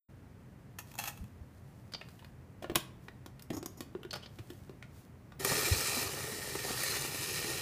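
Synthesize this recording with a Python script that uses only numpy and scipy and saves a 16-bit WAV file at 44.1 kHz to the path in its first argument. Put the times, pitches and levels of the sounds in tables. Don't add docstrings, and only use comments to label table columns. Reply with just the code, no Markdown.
import sys
import numpy as np
from scipy import signal
from scipy.fft import rfft, irfft, next_fast_len
from scipy.io import wavfile
from scipy.ndimage import uniform_filter1d, map_coordinates

SR = 44100
rng = np.random.default_rng(int(sys.argv[2]) if len(sys.argv) > 2 else 0)


def transcribe(u):
    v = np.clip(np.atleast_2d(u).T, -1, 1)
    q = np.round(v * 32767).astype(np.int16)
    wavfile.write(sys.argv[1], SR, q)


N = 335601
SIZE = 8192
TOUCH_S, BITE_S = 5.392, 5.44

# time in seconds, pressure as a relative level in dB.
PRESSURE = [(5.52, -33), (6.04, -36), (6.08, -41), (6.34, -43), (6.57, -42), (6.94, -36), (7.12, -42),
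            (7.39, -38.5), (7.55, -41)]
# frequency in Hz, gain in dB.
GROAN_TONE = [(100, -30), (200, -9), (280, -5), (340, -3.5), (430, -5), (560, -6), (750, -9), (1200, -19.5),
              (3000, -58)]
RASP_TONE = [(300, -37), (700, -11), (1000, -5), (1500, -5.5), (2100, -4.5), (3300, 1), (5000, 1.5),
             (7000, -0.5), (10000, -7.5), (16000, -9)]
FIZZ_TONE = [(2000, -36), (5000, -5.5), (7500, 2), (9500, 0), (12000, 1), (15500, -2.5)]
RIBBON_TONE = [(1900, -30), (2600, -2), (3400, -14), (4500, -16), (5300, -5), (6300, -18), (9000, -12),
               (15000, -26)]
THRUM_TONE = [(70, -38), (112, -22), (130, 2), (150, -7), (230, -41)]
def cutting():
    t = np.arange(N) / SR
    pressure_db = np.interp(t, *np.transpose(PRESSURE))
    since_bite = np.maximum(t - BITE_S, 0)
    depth_db = np.interp(since_bite, [0, .044], [-9, 0])
    seating_db = 11.5 * np.exp(-since_bite / .14)
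    groan_db = -47.5 + .28 * (pressure_db - np.mean(PRESSURE, axis=0)[1]) + seating_db
    catch_db = .5 * wobble(45) + .74 * wobble(220)
    groan = amp(groan_db + 1.8 * wobble(35))
    groan *= bursting_cells(GROAN_TONE, per_s=1500, spread_db=4.5, flicker_db=1, drift_db=1.5)
    rasp = amp(pressure_db - 1.5 + catch_db)
    rasp *= bursting_cells(RASP_TONE, per_s=9000, spread_db=1.5, flicker_db=1.6)
    fizz = amp(pressure_db - 2.9 + catch_db)
    fizz *= bursting_cells(FIZZ_TONE, per_s=11000, spread_db=0, flicker_db=1.7)
    emerging = np.interp(t, [6.95, 7.3], [0, 1])
    ribbon = amp(-46 + catch_db) * emerging * noise(RIBBON_TONE)
    thrum = amp(-53) * noise(THRUM_TONE)
    return blade_engaged() * amp(depth_db) * (groan + rasp + fizz + ribbon + thrum)


def blade_engaged():
    return np.clip((np.arange(N) / SR - TOUCH_S) / .009, 0, 1)


# resonance in Hz, width in Hz, lift in dB.
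BOWL_MODES = [(395, 107, 9.5), (497, 210, 5.5), (852, 220, 8.5), (1230, 260, 10.5), (1402, 115, 6),
              (1839, 270, 17.8), (2348, 240, 10.3), (2710, 560, 7), (4060, 480, 7), (4320, 75, 2),
              (4620, 170, 4.5), (5200, 550, 6), (6290, 220, 4), (7140, 140, 4), (7900, 500, 1),
              (9230, 780, 4.5)]
def bursting_cells(tone, per_s, spread_db, flicker_db, drift_db=1.33):
    pops = (rng.random(N) < per_s / SR) * rng.standard_normal(N)
    pops *= amp(spread_db * np.clip(rng.standard_normal(N), -2, 2))
    ringing = signal.fftconvolve(pops, irfft(body(BOWL_MODES)))[:N]
    spectra = signal.stft(ringing, nperseg=512)[2]
    flicker = flicker_db * patches(spectra.shape, bins=4, frames=8)
    drift = drift_db * patches(spectra.shape, bins=3, frames=60)
    return coloured(signal.istft(spectra * amp(flicker + drift), nperseg=512)[1][:N], tone)


# start in seconds, thud and crack in relative dB.
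PIECE_BREAKS = [(5.4, -49, -65), (5.447, -36, -33.5), (5.518, -36, -50), (5.685, -45, -43),
                (6.028, -42, -46), (6.322, -45, -56), (6.552, -39.5, -53), (6.705, -39.5, -54),
                (6.834, -48, -38), (6.965, -46, -47), (7.047, -44, -53), (7.145, -45, -56),
                (7.444, -43, -53)]
def snapping():
    contact_s = .0041
    rows = [(s, contact_s, register_levels(thud, crack, clack_lift_db=-1.5, ring_lift_db=-5.5), [])
            for s, thud, crack in PIECE_BREAKS]
    return contacts(rows, BOWL_MODES, grit=.7, bass_cut_db=-12, softness=.2)


# start and contact time in seconds, relative level in dB.
POTATO_SLIPS = [(0.786, 0.0057, -48), (.915, 0.0028, -62.5), (.939, 0.0026, -62), (.954, 0.0012, -58.5),
                (.979, .004, -57), (0.987, .0047, -42.5), (.996, 0.0041, -47.5), (1.008, .024, -50.5),
                (1.038, .0037, -46), (1.054, .01, -48.5), (1.073, 0.011, -42.5), (1.174, 0.0027, -63),
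                (1.241, 0.0018, -68.5)]
# one offset in dB for each register, low to high.
SLIP_TONE_DB = [-13.5, 1.3, -2.5, -0.5]
# resonance in Hz, width in Hz, lift in dB.
PLATE_MODES = [(834, 320, 14.2), (1330, 160, 11), (1810, 180, 7.8), (2600, 340, 13), (3320, 160, 11),
               (4270, 300, 4.1), (6460, 1500, 7), (13300, 1400, 7)]
def squelching():
    rows = [(s, contact_s, db + np.array(SLIP_TONE_DB), []) for s, contact_s, db in POTATO_SLIPS]
    return contacts(rows, PLATE_MODES, grit=.42, bass_cut_db=-15)


# resonance in Hz, width in Hz, lift in dB.
HOUSING_MODES = [(354, 81, 5), (677, 120, 4), (1060, 150, 4), (1433, 63, 9), (1850, 220, 7), (2460, 120, 5),
                 (2820, 330, 5), (3600, 690, 6), (7300, 300, 2.5), (12100, 330, 4)]
# start and contact time in seconds,
# thud, clack and click in relative dB, hollow note in Hz.
HOUSING_KNOCKS = [(2.623, 0.0081, -45, -54.5, -62, 610), (2.643, 0.0028, -42, -47, -74, 620),
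                  (2.697, 0.0033, -38, -48, -65.5, 620), (2.716, .0022, -42, -59, -72, 426),
                  (3.261, .0024, -50.5, -56, -61, 282), (3.503, 0.0032, -36, -49.5, -59, 294),
                  (3.628, .002, -45, -55, -60, 376), (3.806, .0025, -42.5, -51.5, -52, 270),
                  (3.95, .0015, -40, -54, -85, 420), (4.049, .0027, -45, -57.5, -73, 416),
                  (4.386, .0066, -49, -54.5, -66, 308), (4.501, 0.0034, -47.5, -56.5, -63, 300),
                  (4.694, .0027, -48, -62, -76, 378)]
def knocking():
    rows = [(s, contact_s, [thud, clack, (clack + click) / 2 + .72, click], [note])
            for s, contact_s, thud, clack, click, note in HOUSING_KNOCKS]
    return contacts(rows, HOUSING_MODES, grit=.52, bass_cut_db=-13.5, softness=.35,
                    note_db=9, note_width=.27)


# start and contact time in seconds, thud and click in relative dB.
LATCH_CONTACTS = [(2.7509, 0.0033, -44.5, -58), (2.7556, .0025, -41.5, -31.5), (2.758, .0038, -34.5, -43)]
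LID_NOTES_HZ = [328, 1100, 2200, 3400]
def latching():
    rows = [(s, contact_s, register_levels(thud, click, clack_lift_db=3.5, ring_lift_db=2), LID_NOTES_HZ)
            for s, contact_s, thud, click in LATCH_CONTACTS]
    return contacts(rows, HOUSING_MODES, grit=.52, bass_cut_db=-12, note_db=6, note_width=.24)


# start and contact time in seconds,
# scrape, squeak and fizz in relative dB, note in Hz.
SHAFT_SLIPS = [(1.92, 0.0045, -61, -61, -65, 4800), (1.936, 0.0021, -54, -44, -62, 4780),
               (1.946, 0.003, -51, -41.5, -72, 4810), (4.107, .0034, -58, -44, -61, 4270),
               (4.1295, .0026, -48.5, -49.5, -55, 1430), (4.1355, .0036, -45.5, -43, -58, 4320),
               (4.152, 0.0074, -47, -49.5, -58, 5140), (4.223, 0.015, -55.5, -53, -71, 3040),
               (4.259, 0.0032, -58, -54, -79, 4300)]
# resonance in Hz, width in Hz, lift in dB.
SHAFT_MODES = [(1460, 120, 2.9), (3140, 450, 6.9), (4440, 230, 6.3), (4800, 360, 3), (5170, 320, 5.8),
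               (6260, 210, 5.2), (9150, 450, 4.8)]
def sliding():
    rows = [(s, contact_s, [scrape - 2.5, scrape, squeak, fizz], [note])
            for s, contact_s, scrape, squeak, fizz, note in SHAFT_SLIPS]
    return contacts(rows, SHAFT_MODES, grit=.69, bass_cut_db=-13, softness=1, note_db=10, note_width=.14)


# start and contact time in seconds, thud and crunch in relative dB.
SPIKE_STABS = [(3.531, 0.0062, -41, -61), (3.544, 0.013, -45, -56.5), (3.567, 0.0077, -41, -54),
               (3.581, .005, -54, -61), (3.659, 0.0028, -46, -47), (3.772, 0.014, -57, -61)]
# resonance in Hz, width in Hz, lift in dB.
SPIKE_MODES = [(296, 240, 15), (760, 260, 7.1), (1200, 660, 14), (1920, 210, 6.1), (5300, 710, 14),
               (5870, 310, 8.2), (6730, 390, 17.6), (13200, 1300, 6.9)]
def piercing():
    rows = [(s, contact_s, register_levels(thud, crunch, clack_lift_db=-6.5, ring_lift_db=-1), [])
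            for s, contact_s, thud, crunch in SPIKE_STABS]
    return contacts(rows, SPIKE_MODES, grit=.92, bass_cut_db=-16, softness=.33)


# start in seconds,
# relative level in dB, tilt in dB per register, note in Hz.
HINGE_TICKS = [(2.012, -58.5, -10.5, 2630), (2.086, -64, -3, 4800), (2.192, -65.5, -3.5, 2980),
               (2.223, -72, -13, 980), (2.245, -62, -4.5, 4540), (3.083, -59, -10, 1920),
               (3.394, -61.5, 0.5, 4600), (3.422, -59.5, 6.5, 5140), (4.031, -58.5, -5.5, 3130),
               (4.825, -59.5, -7.5, 2100), (5.32, -65.5, -8.5, 1410)]
# one offset in dB for each register, low to high.
HINGE_TONE_DB = [-19, -0.5, -1.5, -4]
def ticking():
    contact_s, steps = .0027, np.arange(-2, 2)
    rows = [(s, contact_s, db + tilt * steps + HINGE_TONE_DB, [note])
            for s, db, tilt, note in HINGE_TICKS]
    return contacts(rows, HOUSING_MODES, grit=.63, bass_cut_db=-22, softness=.42,
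                    note_db=9.5, note_width=.22)


# start in seconds, relative level in dB, pitch in Hz.
DULL_BUMPS = [(1.184, -43, 186), (1.205, -32.5, 61.4), (1.223, -38.5, 194), (1.237, -36, 115),
              (1.408, -35, 75), (2.757, -32, 136), (3.503, -44, 169), (3.56, -36, 100), (4.394, -34, 114),
              (5.712, -15.5, 89), (5.757, -33, 80), (5.965, -32.5, 249), (6.063, -33, 117)]
def bumping():
    track, t = np.zeros(N), np.arange(SIZE) / SR
    swell_s = .016
    swell = np.sqrt(2) * (t / swell_s) * np.exp(-(t / swell_s) ** 2)
    for s, db, hz in DULL_BUMPS:
        add(track, s, amp(db) * swell * np.sin(2 * np.pi * hz * t))
    return track


# middle and half length in seconds, relative level in dB.
HAND_STROKES = [(0.895, 0.055, -62), (1.11, 0.13, -59.5), (1.676, 0.29, -72.5), (2.156, 0.12, -66.5),
                (3.05, .04, -68), (3.75, 0.18, -71.5), (4.506, 0.2, -64.5), (4.986, 0.069, -62)]
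# frequency in Hz, gain in dB.
RUB_TONE = [(1500, -14), (2800, -1.5), (4500, -1.5), (7000, -2), (13000, -3), (15500, -1.5)]
def rubbing():
    t = np.arange(N) / SR
    resting_grip = amp(-81.5)
    strokes = sum(amp(db) * np.exp(-((t - s) / half_s) ** 2) for s, half_s, db in HAND_STROKES)
    slide = noise(RUB_TONE)
    sticks = (rng.random(N) < 30 / SR) * rng.uniform(-1.1, 1, N)
    ticks = coloured(signal.fftconvolve(sticks, irfft(body(SHAFT_MODES)))[:N], RUB_TONE)
    return (resting_grip + strokes) * amp(1.5 * wobble(25)) * (amp(-4) * slide + amp(-12.5) * ticks)


# frequency in Hz, gain in dB.
ROOM_RUMBLE = [(20, -38), (32, -23), (52, -4), (65, -8), (85, 1), (108, -0.5), (130, 3.5), (155, -6.5),
               (200, -6.5), (300, -21.5), (600, -52)]
VENTILATION = [(100, -27), (170, -3), (250, -1.5), (340, -7), (450, -9), (700, -13), (1000, -16.5),
               (2000, -21), (2800, -27.5), (3400, -32), (6000, -34.5), (15000, -39)]
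def room_tone():
    rumble = amp(-54.5 + 3 * blade_engaged()) * noise(ROOM_RUMBLE)
    return rumble + amp(-60.5) * noise(VENTILATION)


# frequency in Hz, time to fall 60 dB in seconds.
ROOM_DECAY = [(150, 0.7), (1000, 0.5), (4000, 0.39), (9000, 0.31), (15000, 0.19)]
def room(dry, near_db, tail_db, near_decay_s):
    wet, hop, t = np.zeros(N), SR // 6, np.arange(SR // 2) / SR
    onset = 1 - np.exp(-(t / .0026) ** 2)
    padded, fade = np.pad(dry, (0, 2 * hop)), signal.get_window("hann", 2 * hop)
    for start in range(0, N, hop):
        hz, age, spectra = signal.stft(rng.standard_normal(len(t)), SR, nperseg=256)
        decay = amp(-60 * age / along(ROOM_DECAY, hz)[:, None])
        tail = onset * signal.istft(spectra * decay, SR, nperseg=256)[1][:len(t)]
        near = onset * rng.standard_normal(len(t)) * np.exp(-t / near_decay_s)
        echo = amp(near_db) * near / np.linalg.norm(near) + amp(tail_db) * tail / np.linalg.norm(tail)
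        add(wet, start / SR, signal.fftconvolve(padded[start:start + 2 * hop] * fade, echo))
    return dry + wet


REGISTER_EDGES = [180, 700, 3000, 7000, 15500]
def contacts(rows, modes, grit, bass_cut_db, softness=.3, note_db=0, note_width=.12):
    track, t, hz = np.zeros(N), np.arange(SIZE) / SR, np.fft.rfftfreq(SIZE, 1 / SR)
    tilt_db = along([(50, bass_cut_db), (240, -5), (13000, 6), (15500, 2), (17000, -28)], hz)
    shell = minimum_phase(tilt_db) * body(modes)
    bands = list(zip(REGISTER_EDGES, REGISTER_EDGES[1:]))
    centres = [np.sqrt(lo * hi) for lo, hi in bands]
    level_window_s = .02
    for s, contact_s, levels_db, notes_hz in rows:
        force = np.exp(-t / contact_s) * (1 - np.exp(-t / (softness * contact_s)))
        slips = force * rng.standard_normal(SIZE) * np.exp(grit * rng.standard_normal(SIZE))
        spot = [(note, 70 + note_width * note, note_db) for note in notes_hz]
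        spectrum = rfft(slips) * shell * (body(spot) if spot else 1)
        for _ in range(2):
            energy = np.array([np.sum(abs(spectrum[(hz >= lo) & (hz < hi)]) ** 2) for lo, hi in bands])
            power = 2 * energy / (SIZE * level_window_s * SR)
            lift_db = levels_db - 10 * np.log10(power)
            spectrum *= minimum_phase(along(list(zip(centres, lift_db)), hz))
        add(track, s, irfft(spectrum))
    return track


def register_levels(thud_db, click_db, clack_lift_db, ring_lift_db):
    return np.linspace(thud_db, click_db, 4) + [0, clack_lift_db, ring_lift_db, 0]


def body(modes):
    hz = np.fft.rfftfreq(SIZE, 1 / SR)
    return minimum_phase(sum(db / (1 + (2 * (hz - centre) / width) ** 2) for centre, width, db in modes))


def minimum_phase(db):
    cepstrum = irfft(np.log(amp(db)))
    cepstrum[1:SIZE // 2] *= 2
    cepstrum[SIZE // 2 + 1:] = 0
    return np.exp(rfft(cepstrum))


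def coloured(x, tone):
    size = next_fast_len(N + SIZE)
    gain = amp(along(tone, np.fft.rfftfreq(size, 1 / SR)))
    return unit(irfft(rfft(x, size) * gain, size)[:N])


def noise(tone):
    return coloured(rng.standard_normal(N), tone)


def patches(shape, bins, frames):
    across_frequency = uniform_filter1d(rng.standard_normal(shape), size=bins, axis=0)
    return unit(uniform_filter1d(across_frequency, size=frames, axis=1))


def wobble(rate):
    return map_coordinates(rng.standard_normal(int(N * rate / SR) + 4), [np.arange(N) * rate / SR])


def along(points, hz):
    knots_hz, values = np.transpose(points)
    return np.interp(np.log(hz + 1), np.log(knots_hz), values)


def add(track, s, sound):
    part = track[max(round(s * SR), 0):][:len(sound)]
    part += sound[:len(part)]


def amp(db):
    return 10 ** (np.asarray(db) / 20)


def unit(x):
    return x / np.sqrt(np.mean(x ** 2) + 1e-20)


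def scene():
    exposed = squelching() + knocking() + ticking() + latching()
    outside = room(exposed, near_db=-6.5, tail_db=-12, near_decay_s=.022)
    sheltered = sliding() + piercing() + cutting() + snapping()
    inside = room(sheltered, near_db=-12.5, tail_db=-11.5, near_decay_s=.015)
    mono = amp(-.67) * (outside + inside) + bumping() + rubbing() + room_tone()
    return np.array([mono, mono])


def record(dry):
    open_s, top_hz = .085, 15350
    opened = np.clip((np.arange(N) / SR - open_s) / .01, 0, 1)
    size = next_fast_len(N + SIZE)
    passband = np.fft.rfftfreq(size, 1 / SR) < top_hz
    return irfft(rfft(dry * opened, size) * passband, size)[:, :N]


dry = scene()
out = record(dry)
transcribe(out)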